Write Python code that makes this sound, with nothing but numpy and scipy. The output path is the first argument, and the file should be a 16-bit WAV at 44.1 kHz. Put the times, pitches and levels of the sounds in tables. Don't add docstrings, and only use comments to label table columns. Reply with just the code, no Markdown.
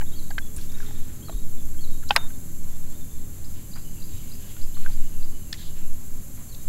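import sys
import numpy as np
from scipy import signal
from scipy.fft import rfft, irfft, next_fast_len
from scipy.io import wavfile
from scipy.ndimage import uniform_filter1d

SR = 44100
rng = np.random.default_rng(int(sys.argv[2]) if len(sys.argv) > 2 else 0)


def makeup_ratio(level_db):
    decades = np.asarray(level_db, float) / 20
    return 10 ** decades


def wav_out(sig):
    wavfile.write(sys.argv[1], SR, np.round(np.clip(np.atleast_2d(sig).T, -1, 1) * 32767).astype(np.int16))


N = 294676


def evened(x):
    return x / np.sqrt(np.mean(x ** 2) + 1e-20)


def curve(rows):
    return np.interp(np.arange(N) / SR, *np.transpose(rows))


def add(mix, s, sound):
    part = mix[max(round(s * SR), 0):][:len(sound)]
    part += sound[:len(part)]


def coloured(points, count=N):
    size = next_fast_len(count, True)
    bin_hz = np.fft.rfftfreq(size, 1 / SR)
    hz, db = np.transpose(points)
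    gain = makeup_ratio(np.interp(np.log(bin_hz + 0.16), np.log(hz), db, left=-150, right=-150))
    spectrum = rfft(rng.standard_normal(size)) * gain
    return evened(irfft(spectrum, size)[:count])


def wander(lo_hz, hi_hz):
    return coloured([(lo_hz, 0), (hi_hz, -6)])


# t/s, level/dB
SWAY = [(0.0, -17.5), (0.35, -14), (0.5, -26.5), (0.97, -14.5), (1.15, -32), (1.36, -18), (1.69, -17.5),
        (1.77, -12), (2.57, -22.5), (4.39, -21), (4.48, -33), (4.63, -14), (4.99, -11.5), (5.54, -30),
        (5.67, -15.5), (6.16, -16.5), (6.31, -36.5), (6.68, -26.5)]
# f/Hz, level/dB per Hz
RUMBLE = [(18, -36), (26, 8), (33, -13.5), (42, -2), (65, -3.5), (85, -4.5), (150, -13.5), (195, -10.5),
          (260, -15.5), (330, -24.5), (380, -30), (600, -28.5)]
# f/Hz, level/dB per Hz
AIR = [(180, -31), (300, 3), (376, -7.5), (410, -12), (541, -10.5), (583, -9.5), (3540, -18), (4220, -16),
       (6000, -22.5), (7800, -51.5), (13200, -120)]
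# f/Hz, level/dB per Hz
CHORUS = [(3240, -47), (5500, -20), (5670, -19.5), (6290, -5), (6820, -6), (7390, -1.5), (7790, -6),
          (8080, -12), (8300, -13), (11500, -5.5), (12300, -5), (14100, -9), (15400, -18), (16000, 4)]


def background():
    gusts = coloured([(1.5, -14), (4, -3), (7, 0), (11, -5), (15, -17), (21, -42)])
    sway = makeup_ratio(uniform_filter1d(curve(SWAY), size=4000)) * gusts
    rumble = makeup_ratio(-40 - 0.28 * np.arange(N) / SR) * coloured(RUMBLE)
    air = makeup_ratio(-55.5 + .5 * wander(.3, 6)) * coloured(AIR)
    swell_db = .5 * wander(0.48, 0.66)
    throb_db = 0.66 * wander(5, 34)
    chorus = makeup_ratio(-47.5 + swell_db + throb_db) * coloured(CHORUS)
    cricket_band = coloured([(7200, -22.0), (7480, 0), (7560, 6.0), (7700, -11), (7900, -16.0)])
    crickets = makeup_ratio(-58.5 + 1.86 * wander(1.7, 58)) * cricket_band
    return sway + rumble + air + chorus + crickets


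# t/s, f/Hz
ENGINE = [(0, 42.5), (2, 41.9), (4.5, 41.35), (6.68, 40.8)]
# multiple of the firing rate, level/dB
ENGINE_ORDERS = [(2, -49.5), (3, -51.5), (4, -53), (4.5, -65), (6, -57.5), (7, -67.5), (8, -63),
                 (10, -63.5)]


def engine():
    turns = np.cumsum(curve(ENGINE) * (1 + 0.005 * wander(0.21, 7.1))) / SR
    leaving_db = 2.5 - 0.77 * np.arange(N) / SR
    out = np.zeros(N)
    for order, db in ENGINE_ORDERS:
        level = np.sqrt(2) * makeup_ratio(db + leaving_db + 2.54 * wander(0.22, 5))
        cycles = order * turns + .22 * wander(.3, 5.1)
        out += level * np.sin(2 * np.pi * cycles)
    return out


def echoes(x, t60):
    t = np.arange(SR // 2) / SR
    returns = rng.standard_normal(len(t)) * (rng.random(len(t)) < .2)
    trunks = returns * makeup_ratio(-60 * t / t60) * np.minimum(t / .012, 1)
    return signal.fftconvolve(x, trunks / np.linalg.norm(trunks))[:N]


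# offset t/s, duration t/s, start, middle and end f/Hz, level/dB
WARBLE = [
    (0, .027, 4450, 4630, 4700, 2.5),
    (.027, 0.0274, 4840, 4250, 4000, 5.5),
    (.06, .1, 3900, 4000, 3950, -7),
]
# t/s, level/dB, pitch ratio
WARBLES = [(0.153, -55, 0.97), (1.244, -57, 0.95), (1.804, -54.5, 0.95), (6.485, -60, 0.96)]
# offset t/s, duration t/s, start, middle and end f/Hz, level/dB
SWEET = [
    (-.02, .014, 4920, 4860, 4570, -6.5),
    (0, 0.016, 3670, 4410, 5330, 0),
    (.015, .022, 4750, 4950, 5200, -4),
]
# t/s, level/dB, pitch ratio
SWEETS = [(3.732, -47, 0.98), (4.018, -50, 0.97), (4.313, -49, 1.0), (4.61, -50.5, 1.0),
          (4.912, -53.5, 0.97), (5.222, -51, 0.97)]
# offset t/s, duration t/s, start, middle and end f/Hz, level/dB
TEETER = [
    (0, .11, 3010, 2980, 2930, 0),
    (.11, .14, 2740, 2735, 2710, -1),
]
# t/s, level/dB, pitch ratio
TEETERS = [(3.6, -67, 1), (3.815, -61, 1), (4.145, -62, 1), (4.38, -64, 1), (4.7, -65, 1), (4.99, -62, .99),
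           (5.3, -61, 1), (5.63, -62, .99)]
# t/s, top f/Hz, scoop f/Hz, level/dB
CHIPS = [(.06, 3800, 700, -55), (.115, 3900, 650, -53), (.131, 3300, 350, -55), (.415, 3410, 10, -52.5),
         (.69, 3740, 460, -53), (.74, 3780, 60, -51), (.86, 3690, 30, -54), (1.221, 3310, 330, -54.5),
         (1.32, 3780, 680, -55), (1.575, 3520, 13, -59.5), (1.782, 3290, 350, -55.5),
         (2.07, 4100, 500, -52), (2.33, 3620, 10, -61), (2.695, 3520, 30, -64), (2.745, 3650, 120, -64),
         (2.82, 3600, 50, -65), (2.91, 3520, 20, -63), (2.945, 3720, 300, -61), (3.005, 3600, 10, -59),
         (3.095, 3500, 10, -64), (3.44, 5150, 2300, -52.5), (4.49, 3300, 10, -59), (4.74, 4300, 1900, -52)]
# t/s, duration t/s, f/Hz, level/dB
HELD = [(4.1, .1, 3860, -62), (4.2, 0.09, 2240, -63), (4.387, 0.11, 1640, -62.5), (4.762, .07, 4260, -60),
        (4.8, .06, 3720, -69), (6.8, .2, 3170, -62), (3.1, 0.122, 3600, -65)]


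def birds():
    notes = []
    for s, hz, scoop, db in CHIPS:
        notes.append((s, 0.0222, hz - scoop, hz - 0.14 * scoop, hz - 0.091 * scoop, db))
    for s, length_s, hz, db in HELD:
        notes.append((s, length_s, hz, hz, hz, db))
    for phrase, times in ((WARBLE, WARBLES), (SWEET, SWEETS), (TEETER, TEETERS)):
        for s, db, pitch in times:
            for offset, length_s, start, middle, end, note_db in phrase:
                notes.append((s + offset, length_s, start * pitch, middle * pitch, end * pitch, db + note_db))
    near, far = np.zeros((2, N))
    for s, length_s, start, middle, end, db in notes:
        u = np.linspace(0, 1, round(length_s * SR))
        hz = np.polyval(np.polyfit([0, .5, 1], [start, middle, end], 2), u)
        tone = np.sin(2 * np.pi * np.cumsum(hz) / SR)
        whistle = np.sqrt(2) * makeup_ratio(db) * tone * signal.windows.tukey(len(u), .5)
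        add(far if length_s > .04 else near, s, whistle)
    far = far * makeup_ratio(4.2 * wander(20, 200) - 5)
    shimmer = makeup_ratio(3.5 * wander(30, 250) - 1.5)
    reflected = makeup_ratio(-3.0) * echoes(near, 0.72) + makeup_ratio(0.2) * echoes(far, 0.66)
    return near + far + shimmer * reflected


# t/s, peak level/dB, f/Hz
BUMPS = [(0.561, -27, 45), (0.756, -30, 78), (1.335, -15, 33), (1.63, -25.5, 41), (1.734, -24, 67),
         (3.379, -34, 51), (4.138, -22, 82), (4.86, -41, 34), (6.645, -4.5, 5.3)]


def hull():
    out = np.zeros(N)
    for s, db, hz in BUMPS:
        cycles = np.arange(SR // 5) / SR * hz
        envelope = 3 * cycles * np.exp(-1.8 * cycles)
        add(out, s, makeup_ratio(db) * np.sin(2 * np.pi * cycles) * envelope)
    return out


# t/s, duration t/s, centre f/Hz,
# width/octaves, level/dB
RUSTLES = [(0.557, 0.1, 4500, 2.1, -47.5), (0.561, 0.013, 9500, 0.21, -36), (0.788, 0.28, 3600, 0.32, -55),
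           (0.68, 0.36, 1590, 0.93, -54), (0.739, 0.22, 5630, 0.33, -56), (1.084, 0.033, 1490, 0.87, -60),
           (2.105, 0.028, 1820, 1.7, -37), (2.161, 0.011, 2000, 1, -20.5), (2.182, 0.07, 1040, 1.1, -44.5),
           (3.531, 0.1, 2920, 0.68, -57), (3.753, 0.035, 1150, 1.3, -47), (4.066, 0.26, 3100, 0.86, -56),
           (4.361, 0.34, 2870, 0.91, -56), (4.733, 0.35, 2500, 1.3, -54.5), (5.534, 0.026, 3200, 1.5, -46),
           (5.565, 0.12, 3780, 0.46, -46), (5.58, 0.055, 1860, 0.41, -54.5),
           (5.753, 0.087, 2230, 1.5, -53.5), (6.359, 0.063, 1190, 1.7, -54)]


def hands():
    out = np.zeros(N)
    count = 2 ** 15
    for s, length_s, hz, octaves, db in RUSTLES:
        u = np.arange(count) / SR / length_s
        half, skirt = 2 ** (octaves / 2), 4 ** octaves
        band = coloured([(hz / skirt, -24), (hz / half, -3), (hz, 0), (hz * half, -3),
                         (min(hz * skirt, SR / 2), -24)], count=count)
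        grain = makeup_ratio(1.2 * coloured([(8, 20.0), (120, -27)], count=count))
        envelope = np.minimum(u / .25, 1) * np.exp(-u ** 1.6)
        add(out, s, makeup_ratio(db) * evened(band * grain) * envelope)
    return out


def ring(drive, modes):
    t = np.arange(SR // 5) / SR
    body = np.zeros(len(t))
    for k, (hz, db, t60) in enumerate(modes):
        decay = makeup_ratio(db - 60 * t / max(t60, .004))
        body += (-1) ** k * decay * np.sin(2 * np.pi * hz * t)
    sound = signal.fftconvolve(drive, body)[:len(t)]
    return sound / abs(sound).max()


def chatter(length_s, first=3):
    t = np.arange(900) / SR
    bounces = rng.standard_normal(len(t)) * (rng.random(len(t)) < .14)
    bounces[0] = first
    return bounces * np.exp(-(t / max(length_s, .0005)) ** 3)


def housing(low_hz, top_hz):
    hz = np.geomspace(380, 14500, 30) * rng.uniform(0.9, 1.04, 30)
    octaves_outside = np.maximum(np.log2(hz / top_hz), 0) + np.maximum(np.log2(low_hz / hz), 0)
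    level_db = 2.5 * rng.standard_normal(30) - 30 * octaves_outside
    t60 = .014 * (1500 / hz) ** .5
    return list(zip(hz, level_db, t60))


# t/s, peak level/dB, ringing f/Hz of the part struck
PINGS = [(.803, -35, 1630), (.829, -42, 1370), (1.284, -37, 1240), (1.325, -44, 1144), (1.57, -54, 2320),
         (1.745, -48, 1576), (2.169, -21, 1560), (2.245, -51, 1580), (2.268, -47, 1520), (4.85, -41, 1495),
         (4.862, -25.5, 1554)]
CLACKS = [(.012, -29.5, 1620), (.022, -32.5, 886), (.311, -31.5, 1630), (.3815, -16.5, 1577),
          (.566, -48, 1180), (.584, -41, 1640), (.885, -43, 835), (.908, -38.5, 820), (1.2945, -27.5, 656),
          (2.027, -42, 1660), (2.036, -39, 1410), (2.304, -42, 1550), (4.566, -40, 1440),
          (4.769, -37, 1160), (4.899, -43, 850), (5.542, -37, 2020)]
TICKS = [(.564, -28, 8000), (.612, -37, 4500), (.72, -39, 5300), (.785, -43, 3790), (1.296, -39, 3240),
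         (2.089, -30, 5050), (2.093, -29, 4800), (2.102, -33, 1170), (2.155, -23, 1210), (2.178, -30, 1000),
         (2.188, -34, 1300), (5.5275, -18, 4350), (5.539, -31, 3830), (6.547, -37, 3980)]
KNOCKS = [(.305, -29.5, 810), (.386, -26, 1700), (5.5298, -23.5, 1800), (2.162, -13, 9500)]
# lowest and top f as multiples of the ring, ring level/dB against the crack
PING = (1, 2.26, 12)
CLACK = (1, 2.29, 1.4)
TICK = (0.89, 1.27, -6)
KNOCK = (0.8, 7.1, -5)
# t/s, peak level/dB, lowest and top f/Hz of the crack, chatter t/s
SNAPS = [
    (2.107, -4.5, 1210, 4000, 0.0031),
    (2.1622, -0.5, 700, 5500, 0.005),
]
# f/Hz, level/dB, t60/s
SNAP_MODES = [
    [(820, -1, .04), (1545, -7, .04), (2595, 0, .022), (3050, 0, .022)],
    [(680, -6, .05), (970, -8, .03), (1340, -9, .03), (1370, -27, .15), (1920, 2, .017), (2500, -5, .02),
     (4080, -2, .014), (6590, -30, .12)],
]
# t/s, duration t/s, f/Hz, level/dB, t60/s
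SPRING = (2.166, .12, 3660, -36, .45)


def reel():
    out = np.zeros(N)
    touch = 12
    for rows, (low, top, ring_db) in ((PINGS, PING), (CLACKS, CLACK), (TICKS, TICK), (KNOCKS, KNOCK)):
        for s, db, hz in rows:
            drive = chatter(0.003)
            crack = ring(drive, housing(low * hz, top * hz))
            part = ring(drive[:touch], [(hz, 0, 0.032 * (1500 / hz) ** 0.37)])
            click = crack + makeup_ratio(ring_db) * part
            add(out, s, makeup_ratio(db) * click / abs(click).max())
    for (s, db, low_hz, top_hz, length_s), modes in zip(SNAPS, SNAP_MODES):
        drive = chatter(length_s, first=1.6)
        crack = ring(drive, housing(low_hz, top_hz))
        snap = crack + makeup_ratio(2.5) * ring(drive[:touch], modes)
        add(out, s, makeup_ratio(db) * snap / abs(snap).max())
    s, length_s, hz, db, t60 = SPRING
    t = np.arange(round(length_s * SR)) / SR
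    song = makeup_ratio(db - 60 * t / t60) * np.sin(2 * np.pi * hz * t)
    add(out, s, song * signal.windows.tukey(len(t), .3))
    return signal.sosfilt(signal.butter(3, 380, "highpass", fs=SR, output="sos"), out)


def scene():
    return (background() + engine() + hull() + reel() + hands() + birds())[None]


def roll_off(x):
    return signal.sosfilt(signal.butter(12, 16210, fs=SR, output="sos"), x)


def record(dry):
    taps = signal.firwin(801, 15740, window=("kaiser", 9), fs=SR)[None]
    limited = signal.oaconvolve(np.pad(dry, ((0, 0), (400, 400)), "edge"), taps, "valid")
    return roll_off(limited)


dry = scene()
out = record(dry)
wav_out(out)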